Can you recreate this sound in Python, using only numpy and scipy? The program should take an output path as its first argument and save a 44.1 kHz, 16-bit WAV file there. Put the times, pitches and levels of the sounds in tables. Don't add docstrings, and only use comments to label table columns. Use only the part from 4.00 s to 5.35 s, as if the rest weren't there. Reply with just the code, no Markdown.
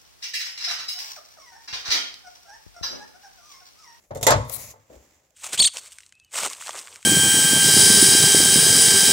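import sys
import numpy as np
from scipy import signal
from scipy.fft import rfft, irfft, next_fast_len
from scipy.io import wavfile
from scipy.ndimage import uniform_filter1d, minimum_filter1d, map_coordinates

SR = 44100
rng = np.random.default_rng(int(sys.argv[2]) if len(sys.argv) > 2 else 0)


def store_wav(level_fs):
    pcm = np.round(np.clip(np.atleast_2d(level_fs), -1, 1) * 32767)
    wavfile.write(sys.argv[1], SR, pcm.T.astype(np.int16))


N = 59535

# f/Hz, level/dB
PLASTIC_SPECTRUM = [(200, -25), (1000, -15.5), (2000, -9.5), (2700, -4), (3600, -1), (5500, -3.5),
                    (7200, -3), (9000, 5), (12000, 3.5), (16000, -3)]


def door():
    # t/s, frame level/dB, panel level/dB, clatter level/dB, hardness/Hz (higher is brighter)
    blows = [(.1075, -38, -37, -27, 787), (.1555, -31, -36, -27.5, 694), (.211, -34.5, -45, -37, 740),
             (.229, -44.5, -32.5, -27, 1170), (.267, -7.5, -31, -13.5, 9000),
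             (.277, -24.5, -22.5, -15.5, 6000), (.291, -21, -27, -20.5, 5100),
             (.3045, -21.5, -13.5, -14, 8000), (.317, -27, -24, -13.5, 7000),
             (.498, -49.5, -50.5, -40.5, 1402), (.563, -57.5, -47, -44, 1550),
             (.738, -51, -59.5, -53, 1483)]
    # f/Hz, level/dB, t60/s (the time to fade by 60 dB)
    frame_tones = [(446, -3, 0.15), (486, -9.5, 0.35), (529, -2, 0.2), (880, -2, 0.18), (928, -9.5, 0.14),
                   (2005, -8.5, 0.069), (2060, -6, 0.16)]
    panel_tones = [(340, -14, 0.16), (558, -3, 0.3), (610.7, -0.5, 0.22), (670, -3.5, 0.069),
                   (702.8, 3.5, 0.13), (842, -7, 0.31), (974, -14.5, 0.66), (1088, -7.5, 0.34),
                   (1286, 0.5, 0.12), (1343, -3.5, 0.087), (1535, -15.5, .28), (1683, -7.5, 0.17),
                   (2230, -21, 0.32)]
    # f/Hz, level/dB
    clatter_spectrum = [(60, -21), (200, -16.5), (280, -11.5), (390, -13), (500, -2.5), (700, -1.5),
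                        (770, -5.5), (890, -2.5), (1150, -5.5), (1320, -9), (1600, -9), (2000, -12.5),
                        (2700, -19), (4200, -13.5), (5100, -15), (6800, -15), (10000, -30), (16000, -36)]
    # f/Hz, t60/s
    clatter_decay = [(200, 0.35), (900, .19), (3000, 0.2), (8000, 0.05), (16000, .12)]
    out = 0
    for start, frame_db, panel_db, clatter_db, hard_hz in blows:
        clatter = filtered(noise(clatter_spectrum), lambda hz: contact(hz, hard_hz))
        clatter = amp(clatter_db) * rise(0.0008) * dying(clatter, clatter_decay)
        frame = amp(frame_db) * struck(frame_tones, hard_hz)
        panel = amp(panel_db) * struck(panel_tones, hard_hz)
        out = out + at(start, rise(0.00041) * (frame + panel) + clatter)
    return out


def struck(tones, hard_hz):
    woken = [(hz, db + 20 * np.log10(contact(hz, hard_hz)), t60) for hz, db, t60 in tones]
    return ring(woken, scatter_db=0, drift=0.28, spread=0.9)


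def contact(hz, hard_hz):
    main = 1 / np.sqrt(1 + (hz / hard_hz) ** 12)
    treble_leak = amp(-13) / (1 + (hz / 4000) ** 2)
    return np.maximum(main, treble_leak)


def latch():
    # t/s, snap level/dB, clack level/dB
    clicks = [(.1485, -44.5, -58), (.156, -48.5, -46), (.1725, -46, -54), (.2115, -41, -56),
              (.2286, -21.5, -37.5), (.2668, -11.5, -15.5), (.3045, -20.5, -29.5)]
    # f/Hz, level/dB, t60/s
    plate_tones = [(1924, -5.5, .06), (1995, -4.5, .07), (2105, -5.5, 0.089), (3540, -6.5, .06),
                   (4236, -8, .06), (4280, -3.5, .06), (5200, -12, .06)]
    out = 0
    for start, snap_db, clack_db in clicks:
        click = amp(snap_db) * snap()
        clack = amp(clack_db) * rise(0.00028) * ring(plate_tones, scatter_db=2.5, drift=0.4, spread=0.7)
        out = out + at(start, click + clack)
    return out


def snap():
    # f/Hz, t60/s
    rattle_decay = [(500, .1), (7000, 0.13), (16000, 0.034)]
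    # f/Hz, level/dB, t60/s
    hook_tones = [(3630, 3.5, 0.16), (5280, 2.5, 0.025), (6400, -4.5, .09), (6710, -2.5, 0.13),
                  (6985, -4.5, 0.069), (7480, 0, .09), (9540, -4, 0.09), (11050, -2.5, .06)]
    crack = amp(4.5) * fade(t60=0.014) * noise(PLASTIC_SPECTRUM)
    rattle = amp(4.5) * dying(noise(PLASTIC_SPECTRUM), rattle_decay)
    hooks = amp(-6) * np.array([ring(hook_tones, scatter_db=1, drift=1.9) for side in range(2)])
    return rise(0.00035) * (crack + rattle + hooks)


def cabinet():
    # t/s, level/dB
    shoves = [(0.113, -35.5), (0.158, -32), (0.226, -29.5), (0.273, -26.5), (0.31, -20.5), (0.326, -23),
              (0.358, -18), (0.399, -28.5)]
    # f/Hz, level/dB, t60/s
    box_tones = [(47, -22.5, 0.34), (64, -10.5, 0.34), (103.8, 2, 0.2), (121.5, -4.5, 0.26),
                 (131.5, -5, 0.24), (114.6, -19, 1.1), (232.5, -15, 0.51)]
    out = 0
    for start, db in shoves:
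        boom = ring(box_tones, scatter_db=0.5, drift=0.15, spread=0)
        out = out + at(start, amp(db) * rise(0.0063) * boom)
    return out


def hand():
    # t/s, skin level/dB, brushing level/dB
    slide = [(.44, -68, -72), (.485, -45, -52.5), (.51, -40.5, -41), (.53, -22, -42), (.547, -23.5, -44),
             (.558, -25, -42), (.566, -23.5, -44), (.575, -36.5, -42.5), (.625, -36.5, -40),
             (.66, -42.5, -44.5), (.715, -49.5, -42.5), (.745, -73.5, -62), (.8, -82, -89)]
    # t/s, level/dB
    grip_levels = [(0, -67), (.05, -62), (.09, -83), (.75, -64.5), (.87, -64.5), (.95, -57), (1.05, -60.5),
                   (1.17, -63.5), (1.28, -68.5), (1.35, -70.5)]
    # f/Hz, level/dB
    skin_spectrum = [(200, -35), (2500, -31), (4000, -7), (6000, -22), (8300, -5), (10800, 3.5),
                     (12500, -2.5), (15500, -4.5)]
    brush_spectrum = [(60, 3.5), (200, -1.5), (350, -9.5), (600, -0.5), (1400, -14), (2200, 2),
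                      (3200, -8.5), (4200, -2), (7000, 0.5), (9000, -7), (11500, 3), (16000, -7.5)]
    grip_spectrum = [(100, 6.5), (600, 6), (1400, -1.5), (2100, 3), (3000, -1), (7000, -2), (10000, -3),
                     (16000, -4)]
    skin_sides, brush_sides = amp([[0], [-19.5]]), amp([[0], [-1.5]])
    skin_db, brush_db = curves(slide)
    grip_db, = curves(grip_levels)
    skin = amp(skin_db + 2 * wobble(700)) * noise(skin_spectrum) * skin_sides
    brush = amp(brush_db + 0.8 * wobble(200)) * noise(brush_spectrum) * brush_sides
    grip = amp(grip_db + 1.4 * wobble(170)) * noise(grip_spectrum)
    return skin + brush + grip


def hinge():
    # t/s, knock f/Hz, knock level/dB, thud level/dB
    bumps = [(0.8989, 631.5, -41.5, -61), (0.927, 512, -42.5, -49.5), (.961, 536, -53.5, -52.5),
             (1.004, 517, -58, -55.5)]
    # f/Hz, level/dB
    knock_spectrum = [(40, -19), (65, -9.5), (150, -17), (300, -6), (550, -0.5), (850, -16), (1400, -27),
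                      (3000, -30), (7000, -40), (16000, -41.5)]
    knock_t60, thud_t60, thud_hz = 0.093, 0.2, 63.6
    out = 0
    for start, knock_hz, knock_db, thud_db in bumps:
        tone = ring([(knock_hz, 0, knock_t60)], scatter_db=8, drift=0.68) / 2
        rustle = amp(-4.5) * fade(t60=0.31) * noise(knock_spectrum)
        knock = rise(0.00088) * (tone + rustle)
        thud = rise(0.004) * ring([(thud_hz, 0, thud_t60)], scatter_db=3, drift=0.16, spread=0)
        out = out + at(start, amp(knock_db) * knock + amp(thud_db) * thud)
    return out


def ticks():
    # t/s, level/dB, left minus right/dB
    tick_list = [(0.1718, -42, -16), (0.2011, -57, -11), (.451, -49.5, 17), (0.4965, -26.5, 12.5),
                 (.4988, -38, 8), (.955, -53, -18.5), (1.089, -61, -14), (1.144, -56.5, -11.5),
                 (1.306, -57, -10.5)]
    out = 0
    for start, db, pan_db in tick_list:
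        sides = amp([[db + pan_db / 2], [db - pan_db / 2]])
        out = out + at(start, sides * fade(t60=0.018) * noise(PLASTIC_SPECTRUM))
    return out


def kitchen_echo(x):
    # f/Hz, level/dB
    echo_spectrum = [(30, 1), (70, 0.5), (110, 6.5), (180, 1.5), (260, 1), (380, -5.5), (600, -2),
                     (800, -10), (1080, 1.5), (1500, -6), (7000, 4.5), (10000, -4), (16000, -4)]
    # f/Hz, t60/s
    echo_decay = [(100, 0.62), (260, 1.15), (450, 0.88), (1100, 0.87), (2000, 0.89), (7000, 0.39),
                  (10000, 0.56), (15000, 0.26)]
    tail = dying(noise(echo_spectrum), echo_decay) * rise(0.008)
    return signal.fftconvolve(x, tail / np.linalg.norm(tail[0]), axes=1)[:, :N]


def room_tone():
    # f/Hz, level/dB
    room_spectrum = [(25, -12), (70, 0.5), (160, -13.5), (350, -19.5), (550, -3), (1000, -19),
                     (3000, -26.5), (7000, -31), (16000, -36.5)]
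    return amp(-72) * noise(room_spectrum)


def ring(tones, scatter_db, drift, spread=1.3):
    out = 0
    for hz, db, t60 in tones:
        strength = amp(db + scatter_db * rng.normal())
        phase = 2 * np.pi * hz * clock() + spread * rng.normal() + drift * wobble(25)
        out = out + strength * fade(t60) * np.sin(phase)
    return out / np.sqrt(sum(amp(db) ** 2 for _, db, _ in tones) / 2)


def noise(spectrum):
    # f/Hz, likeness (1 = the same)
    likeness = [(100, .98), (500, 0.75), (1200, 0.31), (2500, 0.3), (7000, .3), (15000, .2)]

    def colour(hz):
        angle = np.arccos(along(likeness, hz)) / 2
        return amp(along(spectrum, hz)) * [np.cos(angle), np.sin(angle)]

    common, opposite = filtered(rng.standard_normal((2, N)), colour)
    stereo = np.array([common + opposite, common - opposite])
    return stereo / np.sqrt(np.mean(stereo ** 2) + 1e-20)


def dying(x, decay):
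    hz, t, slices = signal.stft(x, SR, nperseg=256)
    fading = amp(-60 * t / along(decay, hz)[:, None])
    return signal.istft(slices * fading, SR, nperseg=256)[1][:, :N]


def filtered(x, response):
    size = next_fast_len(N + SR // 2)
    hz = np.fft.rfftfreq(size, 1 / SR)
    return irfft(rfft(x, size) * response(hz), size)[..., :N]


def rise(attack_s):
    return 1 - np.exp(-clock() / attack_s)


def fade(t60):
    return np.exp(-np.log(1000) * clock() / t60)


def wobble(rate):
    points = rng.standard_normal(int(N * rate / SR) + 4)
    return map_coordinates(points, [np.arange(N) * rate / SR])


def curves(rows):
    times, *columns = np.transpose(rows)
    return [np.interp(clock(), times, column) for column in columns]


def along(points, hz):
    freqs, values = np.transpose(points)
    return np.interp(np.log(hz + 1), np.log(freqs + 1), values)


def at(start_s, x):
    return np.pad(np.atleast_2d(x), ((0, 0), (round(start_s * SR), 0)))[:, :N]


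def amp(db):
    return 10 ** (np.asarray(db) / 20)


def clock():
    return np.arange(N) / SR


def scene():
    lead_s = 0.00027
    left_first = lambda hz: np.exp(1j * np.pi * hz * lead_s * np.array([[1], [-1]]))
    oven = latch() + filtered(door() + cabinet() + hinge(), left_first)
    return oven + amp(-22) * kitchen_echo(oven) + ticks() + hand() + room_tone()


def record(dry):
    # f/Hz, gain/dB
    left_port = [(20, -22), (45, 1.5), (70, 3.7), (380, 0), (700, 1), (1300, 1.04), (4400, -2.27),
                 (7200, 1.5), (9000, -3), (15000, -1)]
    right_port = [(20, -16.5), (45, -0.5), (70, -0.1), (380, -3), (700, -0.5), (1300, 1.4), (4400, -2.9),
                  (7200, 9), (8000, 1), (9000, -20), (15000, -7.5)]
    ceiling_db, hold_s, top_hz = -1.1, 0.008, 16000
    coloured = filtered(dry, lambda hz: amp([along(left_port, hz), along(right_port, hz)]))
    peaks = np.abs(coloured).max(axis=0)
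    needed_gain = np.minimum(1, amp(ceiling_db) / (peaks + 1e-9))
    hold = int(hold_s * SR)
    smooth_gain = uniform_filter1d(minimum_filter1d(needed_gain, hold), hold // 2)
    return filtered(coloured * smooth_gain, lambda hz: 1 / np.sqrt(1 + (hz / top_hz) ** 160))


dry = scene()
out = record(dry)
store_wav(out)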